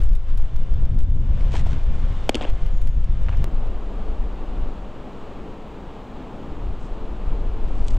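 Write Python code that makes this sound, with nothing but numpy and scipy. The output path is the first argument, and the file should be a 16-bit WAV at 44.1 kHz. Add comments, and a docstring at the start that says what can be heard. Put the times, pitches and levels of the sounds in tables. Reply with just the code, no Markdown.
"""Gusty wind buffets a microphone at a ball field: shaped noise held to a limit, with short dry crackles.
Behind the mound: a wash with thin tones, cleats and feet on clay as grains, and a far bird's sliding whistle.
The ball pops into the catcher's mitt, a noise crack over a falling thump; wall, bleachers and building echo it.
A click jumps the sound to behind the plate: a wash of distant traffic and trees with a drone,
more gusts, and showers of finer grains as the catcher's gear scuffs."""
import sys
import numpy as np
from scipy import signal
from scipy.fft import rfft, irfft, next_fast_len
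from scipy.io import wavfile
from scipy.ndimage import uniform_filter1d

SR = 44100
rng = np.random.default_rng(int(sys.argv[2]) if len(sys.argv) > 2 else 0)


def int16_out(signal):
    """Quantize to a 16-bit WAV file."""
    q = np.round(np.clip(np.atleast_2d(signal).T, -1, 1) * 32767)
    wavfile.write(sys.argv[1], SR, q.astype(np.int16))


N = 351918
T = np.arange(N) / SR  # s

# short dry crackles and sharp ticks amid the wind: [t/s, length/s, level/dB before colouring]
CRACKLES = [(.015, .014, -51), (.034, 0.013, -49.5), (0.054, .03, -59), (0.092, .0006, -40),
            (0.132, 0.0056, -49.5), (.151, .018, -51.5), (0.374, .017, -49.5), (0.4, 0.0068, -54),
            (.4235, .0006, -40), (.562, 0.0061, -47), (.738, .007, -51), (.854, .004, -48.5),
            (0.989, 0.0057, -46.5), (1.0057, .0006, -39), (1.034, .003, -51), (1.102, .006, -54.5),
            (1.438, .006, -55), (1.641, .004, -55), (1.837, .003, -49), (2.493, .004, -53),
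            (2.5, 0.0054, -47), (2.664, .005, -47), (2.7724, .01, -52), (2.815, 0.014, -50),
            (2.872, 0.013, -49), (3.042, .007, -49), (3.234, .004, -54), (3.3717, .004, -47.5),
            (7.8447, .005, -53), (7.9443, 0.0062, -49)]
WIND_LIMIT, CEILING = .39, .48  # limits of the wind pressure and of the whole sound, full scale = 1
MOVE_S = 3.443  # from the mound to the plate


def amp(db):
    """Decibels to gain."""
    return 10 ** (np.asarray(db) / 20)


def unit(x):
    """Scales to an rms of one."""
    return x / np.sqrt(np.mean(x ** 2) + 1e-20)


def read(points, hz):
    """Reads a spectrum along log frequency."""
    f, value = np.transpose(points)
    return np.interp(np.log(hz + 1), np.log(f + 1), value)


def add(mix, s, sound):
    """Mixes a sound in at a time, cut off at the end of the mix."""
    part = mix[round(s * SR):][:len(sound)]
    part += sound[:len(part)]


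def colour(x, spectrum, tilt_db=0):
    """Filters a signal by a spectrum, tilted by about so many dB an octave."""
    hz = np.fft.rfftfreq(len(x), 1 / SR)
    gain_db = read(spectrum, hz) + tilt_db * np.log2(hz / 1000 + .1)
    return irfft(rfft(x) * amp(gain_db), len(x))


def noise(spectrum, peaks=(), width_hz=14):
    """Steady noise of a given spectrum, with narrow resonances if any, rms one."""
    size = next_fast_len(N)
    hz = np.fft.rfftfreq(size, 1 / SR)
    db = read(spectrum, hz)
    for centre, rise in peaks:
        db = db + rise / (1 + ((hz - centre) / width_hz) ** 2)
    return unit(irfft(rfft(rng.standard_normal(size)) * amp(db), size)[:N])


def steadied(x, seconds):
    """Evens out the slow swells of a noise."""
    power = abs(uniform_filter1d(x ** 2, int(seconds * SR) + 1))
    return x / np.sqrt(power + 1e-6)


def flatten(x, ceiling):
    """Rounds peaks off against a ceiling."""
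    return x / (1 + (x / ceiling) ** 20) ** (1 / 20)


def wind(buffet_db=4.0, eddies_db=1.5, lump_db=1.5):
    """Large slow eddies push on the microphone; small ones flutter above them; both come in lumps."""
    # wind on the microphone: [t/s, buffeting level/dB, small-eddy level/dB], both before trim
    gusts = [(0, -13, -28.5), (0.24, -22, -47.5), (0.36, -17, -33.5), (0.5, -19.5, -38), (0.8, -18.5, -26),
             (1.55, -20.5, -26), (2.12, -20.5, -28), (2.28, -28, -36), (2.43, -30, -39), (2.5, -20, -30.5),
             (2.6, -24, -38), (2.8, -18, -31.5), (3.0, -21.5, -31.5), (3.4, -21, -24.5),
             (3.52, -22.5, -39.5), (3.69, -20.5, -36.5), (3.8, -28.5, -47), (4.03, -27.5, -47),
             (4.13, -22, -44), (4.4, -31, -43), (4.53, -27, -49), (4.64, -22, -45), (4.78, -34.5, -47),
             (5.05, -39.5, -46), (5.4, -36.5, -47.5), (5.7, -41.5, -46.5), (6.38, -40, -46.5),
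             (6.67, -27, -30.5), (6.76, -30, -38.5), (7.05, -29.5, -49), (7.22, -29, -42),
             (7.31, -21, -35.5), (7.45, -25, -35.5), (7.98, -19, -36)]
    # spectrum of the large eddies: [f/Hz, relative level/dB per Hz]
    buffet = [(3, -8.5), (10, 3.5), (28, -1), (50, -8.5), (70, -23), (100, -25), (160, -41), (400, -79),
              (1500, -120)]
    # spectrum of the small eddies: [f/Hz, relative level/dB per Hz]
    eddies = [(30, -23), (60, 5.5), (80, -2), (120, -6), (160, -12), (240, -20), (400, -34), (1000, -51.5),
              (4000, -103.5)]
    # how the wind comes in lumps: [swell rate/Hz, relative level/dB]
    lumps = [(1, -18), (4, -0.5), (9, -0.5), (25, -38), (100, -120)]
    s, push_db, flutter_db = np.transpose(gusts)
    push = steadied(noise(buffet), 0.135) * amp(np.interp(T, s, push_db) + buffet_db)
    flutter = steadied(noise(eddies), .12) * amp(np.interp(T, s, flutter_db) + eddies_db)
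    return (push + flutter) * amp(lump_db * noise(lumps))


def shoved(pressure, shove_s=0.0069, shove_share=.7):
    """At each crackle the wind pressure is pushed to its limit, on whichever side of zero it already is."""
    for s, length, _ in CRACKLES:
        middle = s + length / 2
        grip = min(shove_share, 1) * np.exp(-np.minimum(((T - middle) / shove_s) ** 2, 50))
        target = np.copysign(CEILING, np.interp(middle, T, pressure))
        pressure = pressure + grip * (target - pressure)
    return flatten(pressure, WIND_LIMIT)


def ticks(pressure, crackle_db=0.0, grain_db=4, fade_db=-9, ticks_per_s=200, tick_db=-42):
    """Each crackle is dry and short; random ticks come more often the harder the wind pushes."""
    # spectrum of ticks and crackles: [f/Hz, gain/dB]
    tick_colour = [(300, -4), (2200, 6), (8000, -4), (16000, -6.5)]
    chance = ticks_per_s * (pressure / WIND_LIMIT) ** 2 / SR  # per sample
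    out = amp(tick_db) * rng.standard_normal(N) * (rng.random(N) < chance)
    t = T[:SR // 20]
    for s, length, db in CRACKLES:
        grains = rng.standard_normal(len(t)) * amp(grain_db * np.minimum(rng.exponential(1, len(t)), 4))
        burst = grains * amp(fade_db * t / length) * np.clip(2 - 2 * t / length, 0, 1)
        add(out, s, amp(crackle_db + db) * burst * np.sqrt(length * SR) / np.linalg.norm(burst))
    return colour(out, tick_colour)


def mound_air(mound_db=2.5):
    """Open air behind the mound: an uneven distant wash, with faint ringing bands."""
    # level of the wash: [t/s, level/dB before trim]
    mound_level = [(0, -45), (.08, -53.5), (.22, -53), (.3, -51), (.8, -49.5), (1.12, -55.5), (1.42, -44.5),
                   (1.63, -46), (1.75, -44), (1.85, -47), (1.95, -44.5), (2.25, -44), (2.53, -48),
                   (2.62, -45), (2.9, -52), (3.43, -45.5)]
    # spectrum of the wash: [f/Hz, relative level/dB per Hz]
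    mound_spectrum = [(150, -5), (280, -2.5), (520, -1.5), (800, -5.5), (1150, -8.5), (1500, -12),
                      (1850, -16.5), (2400, -17.5), (3000, -17), (3600, -20.5), (4600, -26.5),
                      (7600, -32.5), (9500, -43.5), (16000, -62)]
    # faint ringing bands in the air by the building: [f/Hz, rise above the wash/dB]
    whine = [(528, 3.5), (1066, 4), (1755, 8), (1814, 5.5), (2105, 9.5), (2283, 2), (2401, 11), (2869, 9),
             (3101, 9.5), (3219, 7), (3510, 6), (3569, 9)]
    level = amp(mound_db) * amp(np.interp(T, *np.transpose(mound_level)))
    return (T < MOVE_S) * noise(mound_spectrum, whine, width_hz=7.8) * level


def hum(waver_share=.0007):
    """Thin, slightly wavering tones heard only on the mound."""
    # clean tones by the building: [f/Hz, rms level/dB]
    tones = [(528, -62.5), (1066, -69), (3101, -79.5), (3510, -75), (3569, -73.5)]
    drift = noise([(1, 0), (5, -6), (20, -40), (80, -120)])
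    clock = np.cumsum(1 + waver_share * drift) / SR  # s, running a little fast and slow
    total = sum(amp(db) * np.sqrt(2) * np.sin(2 * np.pi * hz * clock) for hz, db in tones)
    return (T < MOVE_S) * total


def scrape(length, db, tilt_db, spectrum, grain_db, clump_db, clump_s=0.0027, peak_share=0.29):
    """A clumped shower of tiny grains that swells and fades."""
    t = T[:SR // 2]
    clumps = unit(uniform_filter1d(rng.standard_normal(len(t)), int(clump_s * SR) + 1))
    grain_level = amp(grain_db * np.minimum(rng.exponential(1, len(t)), 4) + clump_db * clumps)
    grains = rng.standard_normal(len(t)) * grain_level
    stroke = np.interp(t / length, [0, min(peak_share, .9), 1], [0, 1, 0]) ** .65
    return amp(db) * steadied(unit(colour(grains, spectrum, tilt_db)), length) * stroke


def cleats():
    """The pitcher's cleats scrape coarse grains of clay."""
    # scrapes: [t/s, length/s, level/dB before the swell, brightness/dB an octave]
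    scrapes = [(0.261, .09, -53.5, 0.5), (1.407, 0.0061, -42, 1), (1.511, .005, -45, 6),
               (1.518, .005, -41, 5), (1.521, 0.04, -42.5, 4), (1.549, 0.011, -35, 1),
               (1.545, 0.076, -38.5, 4), (1.66, 0.037, -48, 5), (1.681, 0.095, -49, 3),
               (1.73, .006, -41, 3), (3.285, 0.0038, -32.5, -5.5), (3.291, 0.0054, -31.5, -5),
               (3.295, 0.061, -48.5, -5), (3.324, 0.027, -39.5, -8)]
    # spectrum of the clay grains: [f/Hz, relative level/dB per Hz]
    grit = [(200, -37), (700, 4.5), (1500, 9), (3000, 3), (4500, -5.5), (7700, -14.5), (9500, -24),
            (12000, -41), (16000, -60)]
    out = np.zeros(N)
    for s, *stroke in scrapes:
        add(out, s, scrape(*stroke, grit, grain_db=8, clump_db=2.5))
    return out


def bird(waver_hz=30, rise_s=0.046, fade_db=-12, drop_hz=419, settle_s=.075):
    """A far bird's thin whistle swells, sinks to its closing pitch and fades."""
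    # whistles: [t/s, length/s, closing pitch f/Hz, peak level/dB before the fade]
    whistles = [(1.073, 0.21, 6530, -72), (2.70, 0.35, 6660, -65)]
    out = np.zeros(N)
    for s, length, hz, db in whistles:
        t = T[:int(length * SR)]
        waver = waver_hz * noise([(1, -3), (80, -17.0), (400, -38.5)])[:len(t)]
        pitch = hz + drop_hz * np.exp(-t / settle_s) + waver
        ends = np.minimum(np.minimum(t, length - t) / rise_s, 1)
        level = amp(db + fade_db * (t / length) ** 2) * ends
        add(out, s, level * np.sin(2 * np.pi * np.cumsum(pitch) / SR))
    return out


def steps(step_t60=0.044, step_rise_s=0.0012):
    """Feet land on the clay, each a short dull crunch of noise dying away."""
    # footfalls: [t/s, level/dB before rise and decay]
    footfalls = [(1.539, -23), (1.552, -26), (1.66, -25.5)]
    # spectrum of the crunch: [f/Hz, relative level/dB per Hz]
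    clay = [(150, -1), (350, 1), (700, 4), (1020, 0), (1400, -20), (3000, -22), (8000, -42)]
    out, t = np.zeros(N), T[:SR // 2]
    for s, db in footfalls:
        press = amp(db - 60 * t / step_t60) * (1 - np.exp(-t / step_rise_s))
        crunch = unit(colour(rng.standard_normal(len(t)), clay))
        add(out, s, press * steadied(crunch, step_t60 / 2))
    return out


def pop(pocket_db=-3.5, pocket_s=0.0045, crack_t60=0.011, rise_s=0.00028, damping_s=0.0057):
    """The ball slaps the leather: a dry crack over a thump that drops in pitch as the pocket gives."""
    # leather on leather: [f/Hz, gain/dB]
    crack_colour = [(300, -6), (1100, 4), (1350, 12), (1900, 15), (2600, 18.5), (3350, 19.5), (3900, 1),
                    (4400, 9.5), (5500, 2.5), (7300, 3.5), (10000, -4), (13500, -18), (16000, -21)]
    # the mitt's pocket: [f/Hz, gain/dB]
    pocket_colour = [(120, -2), (250, 5), (440, -7.5), (600, -3.5), (800, 4.5), (1100, -4.5), (2000, -8)]
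    taut_hz, slack_hz, give_s = 869, 226, 0.0024
    t = T[:SR // 20]
    hz = slack_hz + (taut_hz - slack_hz) * np.exp(-t / give_s)
    pocket = amp(pocket_db) * np.exp(-(t / pocket_s) ** 2) * np.sin(2 * np.pi * np.cumsum(hz) / SR)
    burst = rng.standard_normal(len(t)) * amp(-60 * t / crack_t60) * (1 - np.exp(-t / rise_s))
    even = irfft(np.exp(1j * np.angle(rfft(burst))), len(t))  # same strength at every frequency
    crack = colour(even, crack_colour) * np.exp(-(t / damping_s) ** 2)  # the hand damps the leather at once
    return crack + colour(pocket, pocket_colour) * np.cos(np.pi / 2 * t / t[-1]) ** 2


def smeared(envelope):
    """The pop scattered by many small surfaces, spread over an envelope."""
    scatter = rng.standard_normal(len(envelope)) * envelope
    return signal.fftconvolve(pop(), scatter / np.linalg.norm(scatter))


def field_tail():
    """Scatter from the whole ground; each band dies at its own rate, the bass slowest."""
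    # decay over the field: [f/Hz, time to fall 60 dB/s]
    field_t60 = [(150, 1), (600, 0.64), (3000, 0.44), (8000, 0.8), (16000, 0.33)]
    hz, t, z = signal.stft(rng.standard_normal(SR), SR, nperseg=256)
    decay = amp(-60 * t / read(field_t60, hz)[:, None])
    tail = signal.istft(z * decay, SR, nperseg=256)[1]
    return tail / np.linalg.norm(tail)


def catch(pop_db=0.0, tail_db=-14.0, scatter_t60=0.013, wall_db=0.0):
    """The pop, two hard wall slaps and a boom, a flutter off the bleachers, a building smear and a faint tail."""
    # echoes off the backstop wall: [t/s, level/dB before colouring, top edge f/Hz]
    wall_slaps = [(2.3451, -9.5, 6500), (2.3533, -9.5, 12500)]
    # what the wall returns: [f/Hz, gain/dB]
    wall_colour = [(100, -10), (340, 6.5), (550, -5), (850, -17), (1300, -9), (1800, -7), (2400, -2),
                   (3100, 2.5), (4400, 2.5), (9000, 2), (16000, -6)]
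    # one echo a row of bleachers, mostly duller as they go:
    # [t/s, level/dB before colouring, brightness/dB an octave]
    bleachers = [(2.4102, -15.5, 0.5), (2.4157, -19, 0.5), (2.423, -19, 1.5), (2.4291, -17, -1.5),
                 (2.436, -16, -1.5), (2.443, -19.5, -1), (2.4495, -14.5, -3)]
    # what the farther surfaces return: [f/Hz, gain/dB]
    far_colour = [(100, -8), (260, -0.5), (600, -5.5), (900, -1), (1300, 3), (2200, -3), (2700, -4),
                  (3200, -1.5), (4000, -4), (7500, -9), (10000, -17), (16000, -36)]
    catch_s = 2.2928
    boom_hz, boom_db, boom_t60 = 307, -26.5, 0.14  # the wall's low note hangs on after the slaps
    # a soft smear off the building behind, level before colouring
    building_s, building_length_s, building_db = 2.445, 0.073, -18.5
    direct, wall, far = np.zeros((3, N))
    t = T[:SR // 5]
    add(direct, catch_s, amp(pop_db) * pop())
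    for s, db, top_hz in wall_slaps:
        slap = signal.lfilter(*signal.butter(5, top_hz, fs=SR), pop())
        add(wall, s, amp(wall_db + db) * slap)
    boom = amp(boom_db - 60 * t / boom_t60) * np.sin(2 * np.pi * boom_hz * t)
    add(direct, wall_slaps[-1][0], boom * (1 - np.exp(-t * boom_hz)))
    for s, db, tilt_db in bleachers:
        echo = colour(smeared(amp(-60 * t / scatter_t60)), [(1000, 0)], tilt_db)
        add(far, s, amp(db) * echo[:len(t)])
    smear = smeared(np.sin(np.pi * np.minimum(t / building_length_s, 1)))
    add(far, building_s, amp(building_db) * smear)
    add(far, wall_slaps[0][0], amp(tail_db) * signal.fftconvolve(pop(), field_tail()))
    return direct + colour(wall, wall_colour) + colour(far, far_colour)


def jump(jump_db=-16, settle_s=0.0017):
    """One click, a step that dies away, as the sound jumps to the plate."""
    return -amp(jump_db) * (T >= MOVE_S) * np.exp(-abs(T - MOVE_S) / settle_s)


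def plate_air(plate_db=-38, swell_db=.5):
    """Distant traffic and trees from behind the plate: a wash, steady but for a slow swell, with a drone."""
    # spectrum of the wash: [f/Hz, relative level/dB per Hz]
    plate_spectrum = [(60, -20), (130, -3), (200, -0.5), (330, -3), (550, -6.5), (850, -9.5), (1200, -13.5),
                      (1550, -21), (2050, -25), (2900, -25), (3700, -30), (5600, -41.5), (7400, -41.5),
                      (9800, -55), (11500, -58.5), (16000, -57)]
    # a distant drone beyond the outfield: [f/Hz, rise above the wash/dB]
    drone = [(198, 5.5), (222, 5.5), (252, 3), (292, 4), (440, 10.5)]
    swell = noise([(.5, 0), (3, -6), (12, -40), (60, -120)])
    wash = noise(plate_spectrum, drone, width_hz=2.94)
    return (T >= MOVE_S) * wash * amp(plate_db + swell_db * swell)


def catcher_gear():
    """The catcher's gear rustles and clacks as he shifts: finer grains than the clay."""
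    # rustles and clacks: [t/s, length/s, level/dB before the swell, brightness/dB an octave]
    rustles = [(6.785, .14, -62, 0), (7.675, .02, -58, -3), (7.698, 0.33, -61.5, -1.5),
               (7.866, .004, -49, 0), (7.873, .005, -47, 0), (7.881, .007, -38, 2), (7.878, .075, -53, 0),
               (7.969, .003, -38, -9)]
    # spectrum of the gear: [f/Hz, relative level/dB per Hz]
    gear = [(300, -15), (1500, -2), (3200, 1), (5500, 0), (8000, -1.5), (9500, -15), (11500, -28),
            (16000, -45)]
    out = np.zeros(N)
    for s, *stroke in rustles:
        add(out, s, scrape(*stroke, gear, grain_db=3.5, clump_db=3.5))
    return out


def scene(catch_lean_db=0.5):
    """Nearly mono; the left port is a little more sensitive in the bass, and the pop leans its way."""
    # balance of the ports: [f/Hz, left minus right level/dB]
    lean = [(200, 1.35), (350, 1.4), (700, 0.72), (1400, 0.13), (3000, 0), (8000, 0.6)]
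    gusts, mitt = shoved(wind()), catch()
    field = gusts + ticks(gusts) + mound_air() + hum() + cleats() + bird() + steps()
    field = field + jump() + plate_air() + catcher_gear()
    field = field * signal.windows.tukey(N, .001)  # very short fades at both ends
    ports = []
    for side in (1, -1):  # left, right
        heard = field + amp(side * catch_lean_db / 2) * mitt
        ports.append(colour(heard, [(hz, side * db / 2) for hz, db in lean]))
    return np.array(ports)


def record(dry, hiss_db=-84, port_hiss_db=-85, edge_hz=16000):
    """Peaks flatten against the ceiling; faint shared and separate hiss; the band limit."""
    out = flatten(dry, CEILING) + amp(hiss_db) * rng.standard_normal(N)
    out = out + amp(port_hiss_db) * rng.standard_normal(dry.shape)
    low_pass = signal.firwin(511, edge_hz, window=("kaiser", 9), fs=SR)
    return signal.oaconvolve(out, low_pass[None], "same")


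dry = scene()
out = record(dry)
int16_out(out)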